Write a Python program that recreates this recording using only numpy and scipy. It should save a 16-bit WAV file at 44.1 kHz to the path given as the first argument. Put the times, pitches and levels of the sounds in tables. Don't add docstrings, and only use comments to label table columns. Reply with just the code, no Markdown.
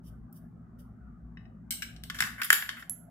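import sys
import numpy as np
from scipy import signal
from scipy.fft import rfft, irfft
from scipy.io import wavfile
from scipy.ndimage import uniform_filter1d

SR = 44100
rng = np.random.default_rng(int(sys.argv[2]) if len(sys.argv) > 2 else 0)


def file_out(sig):
    cols = np.atleast_2d(sig).T
    lim = np.clip(cols, -1, 1)
    pcm = np.round(lim * 32767).astype(np.int16)
    wavfile.write(sys.argv[1], SR, pcm)


N = 136710
T, HZ = np.arange(N) / SR, np.fft.rfftfreq(N, 1 / SR)

BAND_EDGES = [150, 950, 2500, 8000, 17000]
# f/Hz, left minus right/dB
SLOT_PAN = [(60, 1.5), (120, 3.5), (240, 1.5), (480, -6), (950, 1.5), (1890, 4), (3770, 2.5), (7520, -2),
            (15000, -0.5)]
CHUTE_PAN = [(60, 6), (120, 3.0), (240, -1.5), (480, 1), (950, 2.5), (1890, 0.5), (3770, 3), (7520, 0),
             (15000, -2)]


def amp(db):
    return 10 ** (np.asarray(db) / 20)


def unit_rms(x):
    return x / np.sqrt(np.mean(abs(x) ** 2) + 1e-30)


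def curve_at(points, hz):
    f, value = np.transpose(points)
    return np.interp(np.log(hz + 1), np.log(f + 1), value)


def fader(points):
    return amp(np.interp(T, *np.transpose(points)))


def add(mix, start_s, sound):
    part = mix[:, max(round(start_s * SR), 0):][:, :sound.shape[1]]
    part += sound[:, :part.shape[1]]


def correlated(noise, likeness):
    return np.array([noise[0], likeness * noise[0] + np.sqrt(1 - likeness ** 2) * noise[1]])


def panned(db):
    return amp(np.array([np.atleast_1d(db), -np.atleast_1d(db)]) / 2)


def resonances(peaks, hz):
    return np.sqrt(sum(amp(db) ** 2 / (1 + ((hz - f) / width) ** 2) ** 2 for f, width, db in peaks))


def minimum_phase(gain):
    log_gain = np.log(np.maximum(gain / gain.max(), 1e-4))
    return np.exp(np.conj(signal.hilbert(np.r_[log_gain, log_gain[-2:0:-1]])))[:len(gain)]


def room_tone(level_db=-66.5, patchy_db=4.8):
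    # f/Hz, relative level/dB
    spectrum = [(250, -4), (450, -5.5), (680, 3.5), (950, -7), (1150, -2.5), (1450, -2.5), (1950, -15),
                (2600, -27.5), (4000, -33), (9000, -33), (10500, -39), (16000, -34)]
    hz = np.fft.rfftfreq(1024, 1 / SR)[:, None]
    real, imag = rng.standard_normal((2, 2, len(hz), N // 256 + 5))
    patches = uniform_filter1d(rng.standard_normal(real.shape[1:]), size=4, axis=0)
    patches = unit_rms(uniform_filter1d(patches, size=12, axis=1))
    flicker_db = patchy_db * patches / (1 + (hz / 2500) ** 4)
    frames = correlated(real + 1j * imag, likeness=0.27) * amp(curve_at(spectrum, hz) + flicker_db)
    air = signal.istft(frames, nperseg=1024, noverlap=768)[1][:, :N]
    return amp(level_db) * panned(db=1) * unit_rms(air)


def hum(rumble_db=-53, rumble_top_hz=480, waver_depth=0.44, waver_hz=21, deep_top_hz=90):
    # f/Hz, relative level/dB
    spectrum = [(15, -27.5), (25, -17.5), (48, -19), (64, 2.5), (81, -16), (112, 0.5), (135, -7.5),
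                (165, -4), (246, 0), (285, -16), (387, -18.5), (430, -22.5), (600, -38), (780, -41),
                (1320, -120)]
    # f/Hz, level/dB
    tones = [(56.8, -60.5), (113.3, -62.5), (165.5, -58.5), (236, -68.5)]
    # t/s, gain/dB
    deep_ride = [(0, 3.5), (.25, 10.5), (.33, -18), (.42, -0.5), (.8, 4.5), (1.25, 5.5), (1.55, 1.5),
                 (1.7, 0), (2.1, 7.5), (2.33, 1.5), (2.45, -22), (2.7, -6.5), (3.1, -5)]
    upper_ride = [(0, 2), (1.2, 1), (2.3, 1), (2.5, -7), (3.1, -1.5)]
    noise = correlated(rfft(rng.standard_normal((2, N))), likeness=0.89)
    rumble = noise * amp(curve_at(spectrum, HZ)) / (1 + (HZ / rumble_top_hz) ** 6)
    bed = amp(rumble_db) * unit_rms(irfft(rumble, N))
    for hz, db in tones:
        drift = unit_rms(irfft(rfft(rng.standard_normal((2, N))) * np.exp(-(HZ / waver_hz) ** 2), N))
        waver = 1 + waver_depth * (drift[0] + 1j * drift[1])
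        tone = np.exp(2j * np.pi * (hz * T + rng.random()))
        bed += amp(db) * np.sqrt(2) * (waver * tone).real
    deep = irfft(rfft(bed) / (1 + (HZ / deep_top_hz) ** 8), N)
    return panned(db=1.35) * (deep * fader(deep_ride) + (bed - deep) * fader(upper_ride))


def room(send, size=32768, build_s=0.005):
    # f/Hz, t60/s
    decay = [(300, 0.17), (1500, 0.43), (3000, 0.4), (7000, 0.33), (12000, 0.35), (16000, .3)]
    # f/Hz, gain/dB
    colour = [(300, 4), (800, 4.5), (1600, -3.5), (3000, -2), (4100, -2), (5500, -4.5), (7500, -0.5),
              (12000, -1), (16000, -6)]
    hz, t, noise = signal.stft(rng.standard_normal((2, size)), SR, nperseg=256)
    envelope = amp(-60 * t / curve_at(decay, hz)[:, None]) * np.minimum((t + 1e-4) / build_s, 1)
    energy = size * np.mean(envelope ** 2, axis=1, keepdims=True)
    envelope *= amp(curve_at(colour, hz))[:, None] / np.sqrt(energy)
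    tail = signal.istft(noise * envelope, SR, nperseg=256)[1]
    return signal.fftconvolve(send, tail, axes=1)[:, :N]


def metallic_ring(send, gain_db=4):
    # f/Hz, relative gain/dB, t60/s
    tones = [(1427, -3, .5), (1470, 1, .5), (1744, 0, .5), (1825, -2, .5), (1857, -1, .5), (1890, -1, .5),
             (1976, -2, .5), (2021, -1, .5), (2719, 1, .5), (2965, 0, .4), (5520, 1, .3), (11960, 4, .25),
             (12795, 4, .25), (14630, 2, .2)]
    t = np.arange(SR // 2) / SR
    ring = np.zeros_like(t)
    for hz, db, t60 in tones:
        unity_peak = 2 * np.log(1000) / (t60 * SR)
        ring += amp(gain_db + db - 60 * t / t60) * unity_peak * np.cos(2 * np.pi * hz * t)
    return signal.fftconvolve(send, ring[None], axes=1)[:, :N]


def contact(fall_ms, colour, bands, pan, size=4096):
    # f/Hz, left-right likeness
    likeness = [(500, 1), (1600, 0.86), (3000, 0.26), (6000, 0.18), (14000, 0.2)]
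    rise_ms, right_delay_ms, spot_db = 0.5035, 0.11, 2.7
    sharp_ms = 1.61
    ms, hz = (np.arange(size) - size // 2) / SR * 1e3, np.fft.rfftfreq(size, 1 / SR)
    phase_per_ms = -2j * np.pi * hz / 1e3
    impacts = rng.choice([-1., 1.], (2, size)) * np.clip(ms / rise_ms, 0, 1) * np.exp(-abs(ms) / fall_ms)
    burst = correlated(rfft(impacts), curve_at(likeness, hz))
    strength = np.sqrt(fall_ms * SR / 2e3)
    blow = rfft(1. * (ms == 0)) * strength * sharp_ms / fall_ms * np.exp(phase_per_ms * rise_ms)
    ripple = uniform_filter1d(uniform_filter1d(rng.standard_normal(len(hz)), size=30), size=20)
    spot = amp(spot_db * unit_rms(ripple) * hz / (hz + 2000))
    struck = (blow + burst) * minimum_phase(colour(hz) * spot)
    struck[1] *= np.exp(phase_per_ms * right_delay_ms)
    hit = 0
    for low, high, db in bands:
        band = irfft(struck / np.sqrt((1 + (low / (hz + 1)) ** 14) * (1 + (hz / high) ** 14)))
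        hit = hit + amp(db) * strength * band / np.linalg.norm(band, axis=1, keepdims=True)
    gate = np.exp(np.minimum(ms + 1, 0))
    return -size / 2 / SR, irfft(rfft(hit) * panned(curve_at(pan, hz))) * gate


def strike(hits, body, edges, pan):
    direct, send = np.zeros((2, 2, N))
    for start_s, *band_db, fall_ms, send_db in hits:
        bands = list(zip(edges, edges[1:], band_db))
        lead_s, hit = contact(fall_ms, lambda hz: resonances(body, hz), bands, pan)
        add(direct, start_s + lead_s, hit)
        add(send, start_s + lead_s, amp(send_db) * hit)
    return direct + room(send) + metallic_ring(send)


def scuffs(grain_db=3, send_db=-7):
    # t/s, rise/s, fall/s, level/dB, treble tilt/(dB per octave)
    strokes = [(0.028, 0.057, 0.012, -61.5, 0.5), (.326, 0.0013, 0.0061, -52, 13.5),
               (0.334, 0.041, 0.012, -59, 7), (0.783, 0.016, 0.019, -61.5, 3)]
    # f/Hz, half-width/Hz, gain/dB
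    metal = [(3070, 230, 0), (3720, 95, -5.5), (4730, 100, -1), (5520, 110, 3.5), (6220, 200, -7),
             (7300, 390, -11.5), (8300, 180, -6), (9240, 210, -1.5), (10300, 250, -2.5), (11100, 270, -2.5),
             (11900, 200, -0.5), (13540, 250, 1.5), (14900, 700, -7.5)]
    direct = np.zeros((2, N))
    for start_s, rise_s, fall_s, db, tilt_db in strokes:
        grains = rng.standard_normal((2, N)) * amp(grain_db * rng.standard_normal(N))
        tilt = amp(tilt_db * np.log2(HZ / SR + .01))
        hiss = unit_rms(irfft(rfft(grains) * resonances(metal, HZ) * tilt, N))
        age = T - start_s
        envelope = np.clip(age / rise_s, 0, 1) * np.exp(-np.maximum(age - rise_s, 0) / fall_s)
        direct += amp(db) * hiss * envelope
    return direct + amp(send_db) * room(direct)


def mechanism_nudges():
    # t/s, body/dB, middle/dB, fall/ms, send/dB
    nudges = [(1.3712, -46.5, -53.5, 3.5, -2), (1.4535, -60, -64, 5.3, -10)]
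    # f/Hz, half-width/Hz, gain/dB
    mechanism = [(1770, 170, 4), (2590, 52, 2.5), (2950, 100, -0.5), (3830, 55, -4), (5260, 160, -10.5)]
    return strike(nudges, mechanism, BAND_EDGES[1:-1], SLOT_PAN)


def slot_clicks():
    # t/s, body/dB, middle/dB, treble/dB, fall/ms, send/dB
    clicks = [(1.7071, -42.5, -31, -27, 4.9, 2), (1.7230, -41.5, -49, -28.5, 2.8, -2.5),
              (1.8215, -34, -36.5, -41.5, 9.7, -3), (1.8285, -32, -42, -54, 2.1, -8.5),
              (1.9628, -59, -50.5, -66, 6.1, -5.5), (2.0362, -45, -40.5, -40, 3.3, -2)]
    # f/Hz, half-width/Hz, gain/dB
    slot = [(1600, 126, 6), (2135, 140, 5.5), (3007, 260, 9), (4040, 350, 7.5), (4790, 52, 12),
            (5485, 170, 9.5), (6080, 430, 2), (7790, 340, 1), (8460, 64, 7), (9260, 340, -2),
            (10840, 300, -1), (11830, 190, -1.5), (12750, 290, -4), (12400, 280, -5.5), (14400, 300, 3),
            (15330, 200, -8.5)]
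    return strike(clicks, slot, BAND_EDGES[1:], SLOT_PAN)


def coin_ping(start_s=2.8965, tick_db=-28, ring_db=-32, tick_send_db=-4.5, ring_send_db=-12):
    # f/Hz, relative level/dB
    tick_colour = [(3000, -48.5), (5200, -14), (6300, 8.5), (8000, 4.5), (9500, -3), (11200, 10),
                   (13000, 4.5), (15500, 4.5)]
    # f/Hz, relative level/dB, t60/s
    modes = [(10990, -19, .18), (11120, 0, .19), (11190, 0, .08), (11290, -10, .18), (11560, -11, .19),
             (11640, -9, .15)]
    tick, ring = np.zeros((2, 2, N))
    lead_s, touch = contact(fall_ms=2.2, colour=lambda hz: amp(curve_at(tick_colour, hz)),
                            bands=[(BAND_EDGES[0], BAND_EDGES[-1], tick_db)], pan=CHUTE_PAN)
    add(tick, start_s + lead_s, touch)
    t = np.arange(SR // 2) / SR
    for hz, db, t60 in modes:
        mode = amp(ring_db + db - 60 * t / t60) * np.sin(2 * np.pi * hz * t)
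        add(ring, start_s, panned(db=-6.5) * mode)
    return tick + ring + room(amp(tick_send_db) * tick + amp(ring_send_db) * ring)


def chute_rattle():
    # t/s, thump/dB, body/dB, middle/dB, treble/dB, fall/ms, send/dB
    knocks = [(2.099, -92, -32, -32.5, -46, 5.1, -5.5), (2.1444, -99, -44, -47.5, -51, 22, 1),
              (2.1873, -71, -36.5, -35.5, -44, 9, -23), (2.2042, -46, -20, -24, -26.5, 5, -1.5),
              (2.222, -45, -21.5, -26, -49, 4, -26), (2.237, -51, -32, -33.5, -44, 3.7, 3.5),
              (2.2726, -52.5, -33, -42.5, -43.5, 3, -1.5), (2.3799, -80, -47, -70, -63, 36, 11.5),
              (2.4008, -65.5, -38, -63.5, -54, 7, -4.5), (2.4168, -67.5, -25, -30, -34.5, 7.1, -17),
              (2.4325, -66, -38.5, -32, -34.5, 5.7, 2), (2.4450, -75, -35, -54, -28.5, 8.9, -8.5),
              (2.5031, -38.5, -5, -14.5, -14.5, 2.3, -6.5), (2.5267, -44.5, -41.5, -20.5, -18, 1.22, 7.5),
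              (2.5288, -34, -14.5, -19, -12.5, 2.3, -6), (2.5422, -53, -35, -34, -27, 3, -6.5),
              (2.6238, -42, -26.5, -33, -59, 2.4, -6), (2.6907, -48, -30.5, -28, -52, 4.2, -2),
              (2.7675, -78.5, -43.5, -65, -57, 26, -2), (2.795, -77, -64, -55.5, -55.5, 19, -1.5),
              (2.8244, -73, -38.5, -51, -77.5, 4.8, -19)]
    # f/Hz, half-width/Hz, gain/dB
    chute = [(380, 130, -23), (784, 64, -17), (1170, 110, -7.5), (1527, 148, 5), (1736, 154, 5.5),
             (2090, 170, 0), (2648, 59, -6), (3077, 350, -8), (3640, 260, -13.5), (4710, 600, -15),
             (5250, 130, -10), (5870, 300, -16), (7060, 460, -17.5), (8130, 1100, -24.5), (10160, 430, -17),
             (11550, 1100, -16.5), (13100, 1100, -16.5), (13800, 680, -24), (14800, 620, -17.5)]
    return strike(knocks, chute, BAND_EDGES, CHUTE_PAN)


def scene():
    coin = mechanism_nudges() + slot_clicks() + chute_rattle() + scuffs() + coin_ping()
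    return coin + hum() + room_tone()


def record(dry, ceiling=0.9, cutoff_hz=15900):
    rounded = dry / (1 + (dry / ceiling) ** 6) ** (1 / 6)
    lowpass = signal.firwin(301, cutoff_hz, window=("kaiser", 9), fs=SR)
    return signal.oaconvolve(rounded, lowpass[None], "same")


dry = scene()
out = record(dry)
file_out(out)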